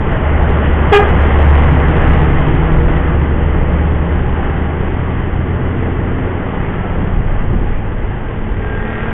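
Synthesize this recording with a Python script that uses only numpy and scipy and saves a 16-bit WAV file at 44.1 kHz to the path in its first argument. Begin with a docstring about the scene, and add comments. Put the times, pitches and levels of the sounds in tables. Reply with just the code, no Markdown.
"""A six-cylinder diesel bus, pulsed by its firings, rounds a bend a few metres away, toots once and pulls off uphill.
Exhaust boom and fan are tones locked to the firings; pulses ring the block; tyres and rumble are shaped noise.
Motorcycles and a scooter go by as single-cylinder pulse trains with gas hiss; wavering tones whine, a belt hisses.
Shaped noise makes wind and gusts. The narrow-band microphone overloads on the horn and the loudest boom.
"""
import sys
import numpy as np
from scipy import signal
from scipy.fft import rfft, irfft, next_fast_len
from scipy.io import wavfile
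from scipy.ndimage import uniform_filter1d

SR = 44100
rng = np.random.default_rng(int(sys.argv[2]) if len(sys.argv) > 2 else 0)


def generate_wav(sig):
    """Save sig (samples, or channels by samples) to the path in sys.argv[1] as 16-bit PCM at SR."""
    pcm = np.round(np.clip(np.atleast_2d(sig).T, -1, 1) * 32767).astype(np.int16)
    wavfile.write(sys.argv[1], SR, pcm)


N = 402619
T = np.arange(N) / SR


def undb(db):
    """Decibels to gain."""
    return 10 ** (np.asarray(db) / 20)


def level(x, db=0):
    """Scale to an rms level."""
    return x * undb(db) / np.sqrt(np.mean(x ** 2))


def noise():
    """White noise."""
    return rng.standard_normal(N)


def walk(rate_hz):
    """Random levels held 1 / rate_hz seconds and smoothed twice; spread near 1."""
    hold = int(SR / rate_hz)
    steps = np.repeat(rng.standard_normal(N // hold + 1), hold)
    return 1.354 * uniform_filter1d(uniform_filter1d(steps, hold), hold)[:N]


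def filtered(x, response):
    """Apply a frequency response given as a function of Hz; rms 1."""
    size = next_fast_len(N + SR // 2)
    hz = np.arange(size // 2 + 1) * SR / size + 1  # offset avoids 0 Hz
    return level(irfft(rfft(x, size) * response(hz), size)[:N])


def colour(x, points):
    """Shape by (frequency [Hz], level [dB]) points, falling away beyond both ends; rms 1."""
    hz, db = np.transpose(points)

    def response(f):
        gain = undb(np.interp(np.log(f), np.log(hz), db))
        return gain * np.minimum(1, np.minimum(f / hz[0], hz[-1] / f)) ** 2

    return filtered(x, response)


def resonate(x, modes):
    """Ring a set of (frequency [Hz], width [Hz], level [dB]) resonances; rms 1."""
    def response(f):
        return sum(undb(db) / (1 + 1j * (f * f - hz * hz) / (f * width)) for hz, width, db in modes)

    return filtered(x, response)


def passing(at_s, db, travel_s, fall_db):
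    """Gain of a source driving by: falls fall_db per doubling of distance; travels its nearest distance in travel_s."""
    distance = np.hypot(1, (T - at_s) / travel_s)
    return undb(db - fall_db * np.log2(distance))


def swell(at_s, db, half_length_s):
    """Flat-topped rise and fall of gain, 6 dB down at half_length_s from its peak."""
    return undb(db) / (1 + ((T - at_s) / half_length_s) ** 4)


def firings(hz, pattern_db, scatter_db):
    """One pulse per firing, each cylinder with its own strength; also the running count of firings."""
    count = np.cumsum(hz) / SR
    at = np.flatnonzero(np.diff(np.floor(count)))
    size = undb(np.resize(pattern_db, len(at)) + scatter_db * noise()[:len(at)])
    # split each pulse over two samples to place it between them
    late = (np.ceil(count[at]) - count[at]) * SR / hz[at]
    pulses = np.zeros(N)
    pulses[at] = size * (1 - late)
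    pulses[at + 1] = size * late
    return pulses, count


def puffs(pulses, decay_s):
    """A short, decaying burst of noise after each pulse."""
    envelope = signal.lfilter([1], [1, -np.exp(-1 / (decay_s * SR))], pulses)
    return envelope * noise()


def revs():
    """Bus firing rate [Hz]: a steady sag into the bend that turns smoothly into a steady climb."""
    start_hz, sag_hz_per_s, climb_hz_per_s = 75.5, 2.05, 5.0
    pull_away_s, pickup_s = 2.93, .55
    pulling_s = pickup_s * np.logaddexp(0, (T - pull_away_s) / pickup_s)
    return start_hz - sag_hz_per_s * T + (sag_hz_per_s + climb_hz_per_s) * pulling_s


# Boom at the firing rate, swelling and fading as the bus goes by: (time [s], level [dB])
BOOM = [(0, -19), (.15, -22), (.3, -12), (.95, -15), (1.16, -11), (1.38, -10), (1.5, -4.5), (1.6, -8.5),
        (1.7, -10), (1.92, -11), (2.03, -11.5), (2.15, -11), (2.45, -18.5), (3.3, -13), (3.6, -16.5),
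        (3.9, -13.5), (4.2, -17.5), (5.1, -21), (5.6, -18.5), (6.2, -22.5), (8.2, -26), (9.13, -29.5)]


def exhaust_boom(count):
    """One sine cycle per firing, its level following the BOOM curve with a slight waver."""
    boom_db = np.interp(T, *np.transpose(BOOM))
    return level(np.sin(2 * np.pi * count), boom_db + 0.36 * walk(15))


# Tones locked to the engine: firing harmonics, tones between them, and the fan's third harmonic (40);
# the firing rate is 6 times the cycle rate:
# (multiple of cycle rate [-], relative level [dB], strongest at firing rate [Hz], half-width [Hz])
LOCKED_TONES = [(9, -2, 80.5, 4.5), (10, -6, 73, 3), (11, -8, 74.5, 2), (12, 2, 71.5, 1), (12, -8, 87, 4),
                (14, -3, 76.5, 4), (18, -7, 74, 1.5), (18, -6, 85, 3), (20, -8, 79, 2.5),
                (22, -4.5, 71.5, 1), (24, -9, 85, 3.5), (26, -10, 86, 3), (27, -12, 79, 3),
                (29, -12, 74, 6), (33, -10, 87, 4), (40, -7.5, 72, 2.6)]


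def locked_tones(count, hz, waver_db=2.5):
    """Sines at multiples of the engine cycle rate, each swelling as the revs near its own firing rate."""
    cycles = count / 6  # six firings per engine cycle
    out = 0
    for multiple, db, best_hz, half_width_hz in LOCKED_TONES:
        nearness = 1 / (1 + ((hz - best_hz) / half_width_hz) ** 4)
        tone = np.sin(2 * np.pi * (multiple * cycles + rng.random()))
        out = out + undb(db + waver_db * walk(5.6)) * nearness * tone
    return out


# Tailpipe colour: (frequency [Hz], level [dB])
TAILPIPE_COLOUR = [(40, -19.5), (85, -11.5), (120, 0), (180, 1), (250, -6.5), (350, -7), (480, -16),
                   (700, -19), (1200, -26)]


def tailpipe(pulses, count, hz, gas_db=-4):
    """Each firing puffs gas noise through the pipe; engine-locked tones ride on it."""
    gas = colour(puffs(pulses, decay_s=0.0061), TAILPIPE_COLOUR) * undb(gas_db)
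    return (gas + locked_tones(count, hz)) * passing(at_s=2, db=-21, travel_s=2.3, fall_db=5)


# Fan tones: (multiple of blade rate [-], relative level [dB])
FAN_TONES = [(1, 0), (2, -10)]


def fan(count, blades_per_firing=2.221):
    """Blade-rate harmonics geared to the crank; the rear grille beams them at the verge."""
    blade_phase = 2 * np.pi * blades_per_firing * count
    tones = sum(undb(db + 0.99 * walk(3.4)) * np.sin(k * blade_phase) for k, db in FAN_TONES)
    by = passing(at_s=4.5, db=-29, travel_s=0.8, fall_db=3)
    grille_beam = swell(at_s=2.4, db=-20, half_length_s=.6)
    return level(tones) * (by + grille_beam)


# Resonances of engine block and body panels: (frequency [Hz], width [Hz], level [dB])
BLOCK_MODES = [(500, 48, -2), (833, 150, 9), (1107, 130, -2.5), (1630, 280, -5.5), (1900, 94, -8),
               (3040, 160, -22.5)]


def block_clatter(pulses, clatter_db=-6):
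    """Each firing knocks the block; loose parts add a random rattle."""
    knocks = level(pulses, -6.0) + level(puffs(pulses, decay_s=0.028))
    return resonate(knocks, BLOCK_MODES) * undb(clatter_db + 1.6 * walk(11))


# Tyre roar colour, for bus and two-wheelers: (frequency [Hz], level [dB])
ROAR_COLOUR = [(400, -8.5), (480, -8), (610, -4), (680, -8), (830, -7), (920, -9.5), (1080, -8.5),
               (1300, -11), (2030, -12), (2340, -21.5), (3050, -22.5), (3400, -29), (3850, -45)]


def tyre_roar(patchy_db=1.0, tyres_db=2.0, sway_db=0.5):
    """Tyre noise in half-octave bands, each surging on its own with the patches of the road."""
    size = next_fast_len(N)
    spectrum = rfft(colour(noise(), ROAR_COLOUR), size)
    hz = np.arange(len(spectrum)) * SR / size + 1
    place = np.clip(2 * np.log2(hz / 400), 0, 6)  # half-octaves above 400 Hz
    out = 0
    for band in range(7):
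        share = np.maximum(1 - abs(place - band), 0)
        out = out + irfft(spectrum * share, size)[:N] * undb(patchy_db * walk(18))
    return level(out) * undb(tyres_db + sway_db * walk(16))


# Wheel rumble colour: (frequency [Hz], level [dB])
RUMBLE_COLOUR = [(50, -13), (90, 0), (140, 1.5), (200, -6), (260, -6), (330, -7.5), (470, -7.5), (600, -27),
                 (900, -27)]


def wheel_rumble():
    """Low rolling noise that rises and falls as the bus goes by."""
    return colour(noise(), RUMBLE_COLOUR) * passing(at_s=1.75, db=-15.5, travel_s=1.08, fall_db=3.5)


# Six cylinders in firing order: (strength [dB])
CYLINDERS_DB = [2.5, -2.5, -4, -2, -7, -4]


def bus():
    """Firings drive exhaust, fan and block; wheels roar and rumble; house fronts throw back all but the boom."""
    hz = revs()
    pulses, count = firings(hz * (1 + .001 * walk(12)), CYLINDERS_DB, scatter_db=0.5)
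    # the body screens the tailpipe and fan until the tail swings round
    screen_db, tail_round_s, swing_s = -4, 0.6, 0.23
    screened = undb(screen_db / (1 + np.exp((T - tail_round_s) / swing_s)))
    rear = (tailpipe(pulses, count, hz) + fan(count)) * screened
    clatter = block_clatter(pulses)
    near_road = (clatter + tyre_roar()) * passing(at_s=1.38, db=-21, travel_s=0.69, fall_db=3.5)
    grille_clatter = clatter * swell(at_s=2.1, db=-28, half_length_s=0.68)
    running = rear + near_road + grille_clatter + wheel_rumble()
    far_bend = swell(at_s=6.15, db=-12, half_length_s=0.58)  # relative to direct sound
    return exhaust_boom(count) + running * (1 + far_bend)


# Steady breeze: (frequency [Hz], level [dB])
WIND_COLOUR = [(10, -1.5), (20, -4), (32, -0.5), (55, -6.5), (100, -13.5), (200, -27.5), (500, -45)]
# Brighter buffets: (frequency [Hz], level [dB])
BUFFET_COLOUR = [(20, -2.5), (60, -3), (130, -3.5), (200, -9.5), (350, -17), (700, -41)]
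# Gaussian gusts: (time [s], level [dB], standard deviation [s], brightness [0-1])
GUSTS = [(2.097, -18.5, 1.6, 0), (2.839, -11.5, 0.054, 0.3), (5.507, -31.5, 0.2, 0.1),
         (7.012, -16, 0.036, 0.98), (7.206, -8.5, 0.019, 0.3), (7.433, -19, 0.031, 0.84),
         (7.547, -10, 0.023, 0.92), (7.547, -17, 0.44, 0.3), (7.626, -13.5, 0.014, 0.94),
         (8.034, -25, 0.027, 0.1), (8.65, -20.5, 0.079, 0)]


def wind(breeze_db=-21.5):
    """A steady breeze flutters on the microphone; each gust is split between deep and bright noise."""
    deep, bright = undb(breeze_db), 0
    for at_s, db, spread_s, brightness in GUSTS:
        gust = undb(db) * np.exp(-.5 * ((T - at_s) / spread_s) ** 2)
        deep = deep + (1 - brightness) * gust
        bright = bright + brightness * gust
    return colour(noise(), WIND_COLOUR) * deep + colour(noise(), BUFFET_COLOUR) * bright


def single_cylinder(ride, silencer, gas_db, scatter_db):
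    """A small four-stroke going by: pulses through the silencer, a hiss of gas after each."""
    at_s, db, travel_s, firing_hz, rise_hz_per_s = ride
    hz = firing_hz + rise_hz_per_s * (T - at_s)
    pulses, _ = firings(hz * (1 + .002 * walk(15)), [0], scatter_db)
    highpass = signal.butter(2, 700, "high", fs=SR, output="sos")
    gas = signal.sosfilt(highpass, puffs(pulses, decay_s=0.027))
    return colour(level(pulses) + level(gas, gas_db), silencer) * passing(at_s, db, travel_s, fall_db=13)


# Far-lane rides: (nearest at [s], level [dB], time to travel nearest distance [s], firing rate [Hz], rise [Hz/s])
MOTORCYCLES = [(.45, -31.5, 0.79, 36.83, -.3), (4.349, -28.5, 0.9, 29.53, .3), (6.9, -30, 0.5, 34.14, 1.2)]
# Motorcycle silencer: (frequency [Hz], level [dB])
MOTORCYCLE_COLOUR = [(60, -18), (125, 3.5), (220, -4.5), (400, -4), (600, -15), (700, -11.5), (800, -7),
                     (900, -14), (2000, -22), (3500, -31.5)]


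def motorcycles():
    """Single-cylinder machines purr by on the far lane."""
    return sum(single_cylinder(ride, MOTORCYCLE_COLOUR, gas_db=4.0, scatter_db=1.0) for ride in MOTORCYCLES)


# Two-wheelers' tones: exhaust harmonics, intakes, fans and drives:
# (frequency at peak [Hz], rise [Hz/s], level [dB], peak time [s], half-length [s], waver [share of pitch])
WHINES = [(645, 0, -29, .2, .12, .03), (838, 0, -35, 4.25, .17, .012), (788, -15, -35.5, 4.55, .45, .014),
          (1320, 90, -37, 6.8, .15, .01), (175, 8, -26.5, 7.0, .3, .02), (216, 6, -33.5, 8.35, .2, .015),
          (221, 6, -23.5, 9.05, .28, .003), (428, 0, -29.5, 8.92, .33, .003),
          (507, 0, -34.5, 8.95, .17, .004), (1367, 0, -38, 8.95, .17, .003),
          (1594, 22, -42.5, 8.4, .22, .004), (1603, 22, -32, 8.77, .14, .0035),
          (1610, 22, -31.5, 9.1, .12, .007), (1873, 0, -35, 8.92, .13, .002)]


def whines():
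    """Each two-wheeler's tones swell in patches, as sines of wavering pitch and level."""
    out = 0
    for hz, rise, db, at_s, half_length_s, waver in WHINES:
        pitch_hz = (hz + rise * (T - at_s)) * (1 + waver * walk(70))
        tone = np.sin(2 * np.pi * np.cumsum(pitch_hz) / SR)
        out = out + level(tone, 1.6 * walk(22)) * swell(at_s, db, half_length_s)
    return out


# Overtones: (harmonic [-], level re fundamental [dB], flare after start [s], extra level at flare [dB])
HORN_PARTIALS = [(2, -11, .021, 12), (3, -10.5, .05, 8), (4, -10, .032, 4), (5, -12.5, .052, 2),
                 (6, -16.5, .048, 4), (7, -23, .04, 2), (8, -17, .022, 3)]
# Reflections: (delay [s], level [dB])
HORN_ECHOES = [(.0245, -19), (.0606, -8.5), (.0935, -18), (.121, -22)]


def horn(flutter_db=1.0, tail_db=-17):
    """A buzzing diaphragm, tapped once; the road, the bank and the trees throw it back."""
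    start_s, attack_s, hold_s, t60_s = .9185, .008, .045, .07
    horn_hz, sharp_hz, settle_s = 406.5, 30, .007  # starts sharp and settles
    age = T - start_s
    released_s = np.maximum(age - attack_s - hold_s, 0)
    envelope = np.clip(age / attack_s, 0, 1) * np.exp(-np.log(1000) * released_s / t60_s)
    hz = horn_hz + sharp_hz * np.exp(-np.maximum(age, 0) / settle_s)
    phase = 2 * np.pi * np.cumsum(hz * (1 + .009 * walk(450))) / SR
    # the diaphragm swings first; once it strikes the pole piece the overtones flare up in turn
    bloom = np.clip(age / .013, 0, 1)
    overtones = 0
    for k, db, flare_s, extra_db in HORN_PARTIALS:
        flare_db = extra_db * swell(start_s + flare_s, 0, half_length_s=.008)
        gain = undb(db + flare_db + flutter_db * walk(90))
        overtones = overtones + gain * np.sin(k * phase + rng.uniform(0, 2 * np.pi) + .75 * walk(100))
    rasp = colour(noise(), [(400, -3), (1600, 0), (3200, -9)]) * undb(-14.5)
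    toot = (np.sin(phase) + bloom * (overtones + rasp)) * undb(1.5) * envelope
    # discrete echoes have lost some treble
    dull = signal.sosfilt(signal.butter(1, 1100, fs=SR, output="sos"), toot)
    echoes = sum(undb(db) * np.interp(T - delay_s, T, dull) for delay_s, db in HORN_ECHOES)
    scatter = (noise() * np.exp(-T / .035))[:SR // 2]
    tail = signal.fftconvolve(toot, scatter / np.linalg.norm(scatter))[:N]
    return toot + echoes + undb(tail_db) * tail


# Two-wheeler tyre swells: (time [s], level [dB], half-length [s])
BIKE_TYRES = [(6.647, -32, .5), (9.15, -33.5, 0.42)]


def bike_tyres():
    """Tyres roar briefly as a two-wheeler leans through the bend."""
    return colour(noise(), ROAR_COLOUR) * sum(swell(*row) for row in BIKE_TYRES)


# Scooter silencer: (frequency [Hz], level [dB])
SCOOTER_COLOUR = [(50, -12), (118, 0), (170, -5), (280, -16), (350, -7), (390, -2), (430, -7), (470, -4),
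                  (507, -7), (600, -14), (820, -13), (1300, -19), (2000, -19), (2400, -23), (3300, -29)]


def scooter():
    """A single-cylinder scooter goes by on the near lane."""
    ride = (9, -27, 0.58, 39, 0.5)  # columns as MOTORCYCLES
    return single_cylinder(ride, SCOOTER_COLOUR, gas_db=3.5, scatter_db=0.5)


# Scooter drive-belt bands: (frequency [Hz], width [Hz], level [dB])
BELT_MODES = [(1620, 290, 0.5), (1930, 150, -7.5)]


def drive_belt():
    """The scooter's belt hisses: noise through two narrow resonances, in one swell."""
    return resonate(noise(), BELT_MODES) * swell(at_s=9.15, db=-31.5, half_length_s=0.28)


def scene():
    """Everything on the bend, heard from the verge."""
    two_wheelers = motorcycles() + whines() + bike_tyres() + scooter() + drive_belt()
    return (bus() + wind() + horn() + two_wheelers)[None]


def record(dry, hiss_db=-91, crackle_db=-4):
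    """The input clips, keeps a telephone-wide band, then clips overshoots with a bright tick; hiss is added."""
    ceiling, voice_band_hz, top_hz = .72, 3480, 15800
    band = signal.firwin(141, voice_band_hz, window=("kaiser", 7), fs=SR)[None]
    narrow = signal.fftconvolve(np.clip(dry, -ceiling, ceiling), band, "same")
    overshoot = narrow - np.clip(narrow, -ceiling, ceiling)
    in_band = signal.fftconvolve(overshoot, band, "same")
    tick = (overshoot - in_band) * undb(crackle_db)
    out = narrow - in_band - tick + undb(hiss_db) * noise()
    return signal.sosfilt(signal.ellip(8, .2, 70, top_hz, fs=SR, output="sos"), out)


dry = scene()
out = record(dry)
generate_wav(out)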